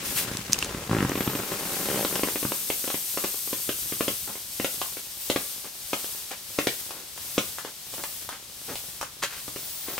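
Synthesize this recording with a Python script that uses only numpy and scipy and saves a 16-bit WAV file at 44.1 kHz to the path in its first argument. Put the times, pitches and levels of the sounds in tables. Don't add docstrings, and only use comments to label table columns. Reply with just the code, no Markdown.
import sys
import numpy as np
from scipy import signal
from scipy.fft import rfft, irfft, next_fast_len
from scipy.io import wavfile

SR = 44100
rng = np.random.default_rng(int(sys.argv[2]) if len(sys.argv) > 2 else 0)


def transcribe(signal):
    frames = np.atleast_2d(signal).T
    limited = np.clip(frames, -1, 1)
    pcm = np.round(limited * 32767).astype(np.int16)
    wavfile.write(sys.argv[1], SR, pcm)


N = 440559
T = np.arange(N) / SR
FIRST_LIFT_S = 4.424

# pitch_hz, level_db
RUB_TONE = [(70, -15), (150, -0.5), (380, 1), (650, -4.5), (1300, -7), (2500, -16.5), (12000, -24)]


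def leak():
    # time_s, level_db
    flow = [(0, -48), (.05, -31.5), (.15, -30), (.18, -22.5), (.23, -28.5), (.262, -39), (.47, -43),
            (.86, -43.5), (1.21, -36.5), (1.47, -35), (1.85, -29.5), (2.6, -29.5), (4.15, -30.5),
            (5.4, -32), (7.2, -33.5), (8.8, -36), (9.4, -36.5), (9.98, -35)]
    # time_s, slackness (0 tight, 1 loose)
    slackness = [(0, 0.44), (1.2, 0.56), (1.9, 0.18), (3.6, 0.04), (4.8, 0.33), (6.5, 0.68), (9.99, 0.97)]
    # pitch_hz, level_db
    tight_tone = [(100, -24.5), (1900, -11), (2700, -6), (3500, -3), (6400, 0), (7300, -1.5), (8500, 3.6),
                  (10200, -0.1), (12800, 4), (14300, 1.5), (16000, -3.5)]
    # pitch_hz, level_db
    loose_tone = [(100, -9.5), (600, -3.5), (1500, -6), (2600, -3), (3300, 0.5), (5400, 2), (7100, 0.5),
                  (8400, 3.5), (9800, 1), (11200, 3.5), (12700, -0.5), (16000, 0.5)]
    flow_db, = curves(flow)
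    dip_db = weight_lift() * (6.5 + 0.5 * (T - FIRST_LIFT_S))
    slack = np.clip(curves(slackness)[0], 0, 1)
    tight = unit(colour(stereo_noise(likeness=0.42), tight_tone))
    loose = unit(colour(stereo_noise(likeness=0.32), loose_tone))
    jet = np.sqrt(1 - slack) * tight + np.sqrt(slack) * loose
    swirls = signal.sosfiltfilt(signal.butter(2, 7000, fs=SR, output="sos"), jet)
    swirl_db = -0.17 * (flow_db - flow_db.mean()) - 0.51 * dip_db
    low_hiss = delay_right(pan(swirls, left_db=0.6) * gain(swirl_db))
    fine_hiss = pan(jet - swirls, left_db=3.5) * gain(-dip_db)
    return (low_hiss + fine_hiss) * gain(flow_db + 0.54 * wander(rate=45))


def weight_lift():
    rocks, period_s, slowing_s = 8, 0.6353, 0.011
    cycle = np.linspace(-0.5, rocks - 0.5, 200)
    cycle_s = FIRST_LIFT_S + period_s * cycle + slowing_s * cycle ** 2 / 2
    return np.abs(np.cos(np.pi * np.interp(T, cycle_s, cycle))) ** 2.9


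def whistles():
    # time_s, pitch_hz, level_db
    first_whistle = [(1.02, 13300, -68), (1.12, 13300, -42), (1.21, 12950, -36), (1.33, 13600, -39),
                     (1.52, 14600, -44), (1.65, 15000, -65)]
    # time_s, pitch_hz, level_db
    push_whistle = [(4.3, 15700, -58), (5.12, 15900, -50), (5.22, 15800, -33), (5.33, 15600, -54),
                    (5.95, 15350, -53), (7.4, 15200, -45), (8.05, 15050, -45), (8.8, 14700, -48),
                    (9.5, 15000, -54), (9.65, 15100, -41), (9.98, 15050, -40)]
    first_hz, first_db = curves(first_whistle)
    sounding = (T > first_whistle[0][0]) * (T < first_whistle[-1][0])
    opening = airy_tone(first_hz) * gain(first_db) * sounding
    push_hz, push_db = curves(push_whistle)
    lift = weight_lift()
    sag_hz, waver_hz, fade_db = 3000, 139.7, 17
    rocking_hz = push_hz - sag_hz * lift + waver_hz * wander(rate=23)
    rocking = airy_tone(rocking_hz) * gain(push_db - fade_db * lift) * (T > push_whistle[0][0])
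    return pan(opening + rocking, left_db=3)


def airy_tone(hz, width_hz=600):
    low_pass = signal.butter(2, width_hz / 2, fs=SR, output="sos")
    noise = stereo_noise(likeness=0.28) + 1j * stereo_noise(likeness=0.49)
    quiver = signal.sosfilt(low_pass, noise)
    return unit(np.real(quiver * np.exp(2j * np.pi * np.cumsum(hz) / SR)))


def pops():
    # start_s, level_db, pitch_hz
    folds = [(.497, -35, 197), (.747, -34, 240), (.895, -32, 201), (1.096, -31.5, 304), (1.118, -29.5, 337),
             (1.155, -30.5, 363), (1.176, -31.5, 270), (1.207, -28.5, 277), (1.276, -26.5, 230),
             (1.352, -31.5, 290), (1.519, -36.5, 437), (2.049, -30, 420), (2.156, -34.5, 701),
             (2.234, -27, 364), (2.274, -36, 406), (2.286, -34.5, 370), (2.358, -32.5, 395),
             (2.429, -34, 375), (2.451, -28.5, 236), (2.52, -32.5, 420), (2.702, -31, 507),
             (2.842, -39.5, 400), (2.877, -36, 420), (2.902, -36, 636), (2.943, -34, 304),
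             (3.174, -33, 450), (3.240, -35, 510), (3.245, -33.5, 380), (3.343, -45.5, 430),
             (3.475, -45.5, 400), (3.53, -33, 400), (3.692, -30, 400), (3.923, -35, 330), (4.008, -27, 394),
             (4.081, -28.5, 403), (4.355, -44.5, 470), (4.599, -30.5, 340), (4.646, -30, 526),
             (4.816, -37.5, 810), (4.97, -42.5, 468), (5.3, -26, 440), (5.361, -26.5, 416),
             (5.932, -28.5, 467), (6.044, -43, 460), (6.315, -43.5, 695), (6.588, -25, 453),
             (6.671, -25, 425), (6.908, -47, 890), (7.178, -51.5, 950), (7.38, -22.5, 400),
             (7.585, -45, 1000), (7.649, -39, 427), (7.939, -45.5, 620), (8.038, -41.5, 890),
             (8.291, -44, 910), (8.756, -42.5, 794), (9.013, -43, 975), (9.029, -41, 824),
             (9.48, -42.5, 340), (9.561, -40.5, 370), (9.885, -39.5, 368), (9.98, -38.5, 680)]
    out = np.zeros((2, N))
    for start_s, db, hz in folds:
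        echo_db = np.interp(start_s, [1.2, 3.0], [-43, -37])
        add(out, start_s, inner_echo(buckle(hz), echo_db) * gain(db))
        give = crack(2.7 * hz) + 0.38 * swing(hz)
        early_s = 0.003025 * rng.uniform(0.754, 1.326)
        add(out, start_s - early_s, give * gain(min(db - 20, -38.5)))
    return out


def buckle(hz):
    crack_gain = gain(-4.5 + 7 * np.log2(hz / 400))
    out = np.zeros(2048)
    add(out, 0, swing(hz) + crack_gain * crack(11.0 * hz))
    caught_s = 0.003 * rng.uniform(0.803, 1.4)
    add(out, caught_s, 0.18 * swing(hz) + crack_gain * gain(-5.5) * crack(21.6 * hz))
    return out


def swing(hz):
    cycles = hz * T[:1024]
    turn = resonate(cycles * np.exp(-cycles / 0.083), hz, q=1.0)
    return unit(resonate(turn, hz, q=0.23))


def crack(top_hz):
    # pitch_hz, level_db
    crack_tone = [(200, -4.5), (700, -1.5), (1050, 9), (1700, 2.5), (3100, 2), (4400, -3), (6000, 0),
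                  (16000, -3)]
    t = T[:1024]
    fade = np.exp(-t / 0.00074) + 0.27 * np.exp(-t / 0.0014)
    grit = (t == 0) + 0.26 * rng.standard_normal(len(t)) * fade
    low_pass = signal.butter(3, min(top_hz, SR / 3), fs=SR, output="sos")
    return unit(signal.sosfilt(low_pass, colour(grit, crack_tone)))


def rubbing():
    # time_s, grain_db, rustle_db
    rub_levels = [(0, -43, -38), (.22, -39, -38.5), (.47, -46, -39.5), (.66, -38, -39), (.85, -38.5, -42.5),
                  (1.12, -38, -40.5), (1.35, -34.5, -40.5), (1.7, -36, -39), (2.0, -35.5, -41),
                  (2.3, -44.5, -51), (2.65, -54, -76), (5.1, -70, -69)]
    # pitch_hz, level_db
    rustle_tone = [(300, -31), (1200, 2.5), (2700, 7), (4200, 2), (6200, 2.5), (9000, 0), (16000, -29)]
    grain_db, rustle_db = curves(rub_levels)
    grains = unit(colour(slips(rate=1000, spread_db=4.5), RUB_TONE))
    flickering = stereo_noise(likeness=0.16) * gain(2.4 * wander(rate=210))
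    rustle = unit(colour(flickering, rustle_tone))
    return grains * gain(grain_db), pan(rustle * gain(rustle_db), left_db=3.0)


def ticks():
    # start_s, peak_db, pitch_hz
    creases = [(0.177, -18, 2770), (0.371, -9.5, 5900), (.532, 2.5, 6080), (.544, -16, 2770),
               (.589, -8, 6300), (.5892, -16, 13500), (0.592, -21, 9000), (0.6261, -9, 2700),
               (0.646, -13, 6460), (1.094, -15, 6046), (8.292, -21, 9200), (9.013, -18, 9100)]
    out, t = np.zeros((2, N)), T[:1024]
    fade = np.exp(-t / 0.00043) + 0.065 * np.exp(-t / 0.011)
    for start_s, db, hz in creases:
        flick = stereo_noise(likeness=0.15, size=len(t)) * fade
        ring = np.sin(2 * np.pi * hz * t) * np.exp(-hz * t / 3.8)
        tick = resonate(resonate(flick, hz, q=0.98), hz, q=0.38) + 0.41 * ring
        add(out, start_s, tick / np.abs(tick).max() * gain(db))
    return out


def creaks():
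    # start_s, length_s, first_gap_s, level_db, pitch_hz
    runs = [(0.278, 0.12, 0.036, -39.5, 180), (0.913, .156, .0174, -26.5, 232.2),
            (1.887, 0.15, .0136, -33.5, 435), (2.127, .08, 0.033, -33.5, 410)]
    gap_growth, jitter_s = 1.036, 0.00055
    out = np.zeros(N)
    for start_s, length_s, gap_s, db, hz in runs:
        times = np.append(0, np.cumsum(gap_s * gap_growth ** np.arange(20)))
        for offset_s in times[times < length_s]:
            slip_hz = hz * 2 ** (0.25 * rng.standard_normal())
            slip = swing(slip_hz) + gain(-7) * crack(8.1 * hz)
            slip_s = start_s + offset_s + jitter_s * rng.standard_normal()
            add(out, slip_s, slip * gain(db + 1.04 * rng.standard_normal()))
        size = int(length_s * SR)
        drag = unit(colour(slips(rate=1500, spread_db=1.0, size=size), RUB_TONE))
        add(out, start_s - gap_s, drag * signal.windows.tukey(size, 0.2) * gain(db - 7))
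    return out


def skids():
    # start_s, length_s, level_db, pitch_hz
    slides = [(0.16, 0.065, -30, 2270), (0.517, 0.026, -30, 6000), (0.593, 0.1, -38, 4470),
              (4.268, 0.086, -40.5, 415), (5.639, 0.059, -41, 423), (6.302, 0.069, -39, 900),
              (7.651, 0.077, -44.5, 597), (6.88, 0.26, -48, 450), (7.971, 0.07, -41, 415),
              (8.306, 0.085, -41, 950), (8.679, 0.08, -35, 330), (9.221, 0.055, -25.5, 1570),
              (9.287, 0.17, -42.5, 1370), (9.861, 0.16, -40.5, 480)]
    out = np.zeros(N)
    for start_s, length_s, db, hz in slides:
        progress = np.linspace(0, 1, int(length_s * SR))
        swell = progress * np.exp(-progress / 0.39) * (1 - progress)
        grains = unit(resonate(slips(rate=2500, spread_db=4.0, size=len(swell)), hz, q=0.67))
        hiss = rng.standard_normal(len(swell)) * min(hz, 2000) / 6000
        add(out, start_s, (grains + hiss) * swell / swell.max() * gain(db))
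    return out


def crinkles():
    return unit(colour(slips(rate=13, spread_db=1.5), RUB_TONE)) * gain(-59 - 2.7 * weight_lift())


def inner_echo(sound, echo_db):
    # pitch_hz, level_db
    echo_tone = [(60, -10), (200, -8.5), (500, -2.5), (1100, 2), (3000, 5.5), (16000, 0)]
    t = T[:7000]
    centre, side = rng.standard_normal((2, len(t)))
    high_pass = signal.butter(1, 1400, "high", fs=SR, output="sos")
    side = np.array([[1], [-1]]) * signal.sosfilt(high_pass, side)
    onset = np.clip((t - 0.002) / 0.0021, 0, 1)
    fade = gain(-60 * t / 0.29) + gain(-60 * t / 0.11)
    response = colour(centre + side, echo_tone) * onset * fade * gain(echo_db)
    response[:, 0] += 1
    return signal.fftconvolve(sound[None], response, axes=1)[:, :N]


def air_chamber(skin):
    # pitch_hz, level_db, ring_s (time to fade by 60 dB)
    notes = [(131.7, 9, 0.14), (207.5, 2.5, 0.22), (305, 0, 0.14), (391.6, -13.5, 0.42), (582, 6.5, 0.077)]
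    t = T[:16384]
    ring = sum(gain(db - 60 * t / ring_s) * np.sin(2 * np.pi * hz * t) for hz, db, ring_s in notes)
    return gain(-59.0) * signal.fftconvolve(skin, ring)[:N]


def wobble():
    # time_s, level_db
    wobble_levels = [(0, -47), (1.1, -43.5), (1.4, -61), (2.3, -54), (2.7, -61), (4.3, -53), (5.7, -60.5),
                     (7.3, -56), (8.7, -56), (9.2, -53), (9.9, -62)]
    # pitch_hz, level_db
    rumble_tone = [(20, -28), (54, -2.5), (75, -3.5), (125, -3.5), (200, -8.5), (1200, -35.5)]
    db = curves(wobble_levels)[0] - 4 * weight_lift() + 2.1 * wander(rate=56)
    return unit(colour(rng.standard_normal(N), rumble_tone)) * gain(db)


def gain(db):
    return 10 ** (np.asarray(db) / 20)


def unit(x):
    return x / np.sqrt(np.mean(x ** 2))


def curves(rows):
    times, *columns = np.transpose(rows)
    return [np.interp(T, times, column) for column in columns]


def colour(x, tone):
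    size = next_fast_len(x.shape[-1] + 4096)
    size += size % 2
    hz, db = np.transpose(tone)
    grid_hz = np.maximum(np.arange(size // 2 + 1) * SR / size, 1)
    cepstrum = irfft(np.log(gain(np.interp(np.log(grid_hz), np.log(hz), db))))
    cepstrum[1:size // 2] *= 2
    cepstrum[size // 2 + 1:] = 0
    return irfft(rfft(x, size) * np.exp(rfft(cepstrum)))[..., :x.shape[-1]]


def resonate(x, hz, q):
    angle = 2 * np.pi * min(hz, SR / 2 - 1) / SR
    width = np.sin(angle) / (2 * q)
    return signal.lfilter([width, 0, -width], [1 + width, -2 * np.cos(angle), 1 - width], x)


def wander(rate):
    points = rng.standard_normal(int(N / SR * rate) + 2)
    return unit(np.interp(T * rate, np.arange(len(points)), points))


def stereo_noise(likeness, size=N):
    noise = rng.standard_normal((3, size))
    return np.sqrt(likeness) * noise[0] + np.sqrt(1 - likeness) * noise[1:]


def slips(rate, spread_db, size=N):
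    hit = rng.random(size) < rate / SR
    strength = gain(spread_db * np.minimum(rng.exponential(size=size), 4))
    return hit * strength * rng.choice([-1, 1], size)


def pan(x, left_db):
    return x * gain(np.array([[left_db], [-left_db]]) / 2)


def delay_right(x, delay_s=2.2e-5):
    phase = 2 * np.pi * np.arange(N // 2 + 1) * SR / N * delay_s
    return np.array([x[0], irfft(rfft(x[1]) * np.exp(-1j * phase), N)])


def add(track, start_s, sound):
    first = max(int(start_s * SR), 0)
    part = sound[..., :max(N - first, 0)]
    track[..., first:first + part.shape[-1]] += part


def scene():
    grains, rustle = rubbing()
    skin = pops() + inner_echo(grains + creaks() + crinkles() + skids(), echo_db=-42)
    body = skin + air_chamber(skin.mean(axis=0))
    body = body + np.array([[1], [-1]]) * 0.21 * resonate(body, 1320, q=1.0)
    return leak() + whistles() + delay_right(body + rustle) + ticks() + wobble()


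def record(dry):
    return signal.sosfilt(signal.ellip(10, 0.2, 70, 15750, fs=SR, output="sos"), dry)


dry = scene()
out = record(dry)
transcribe(out)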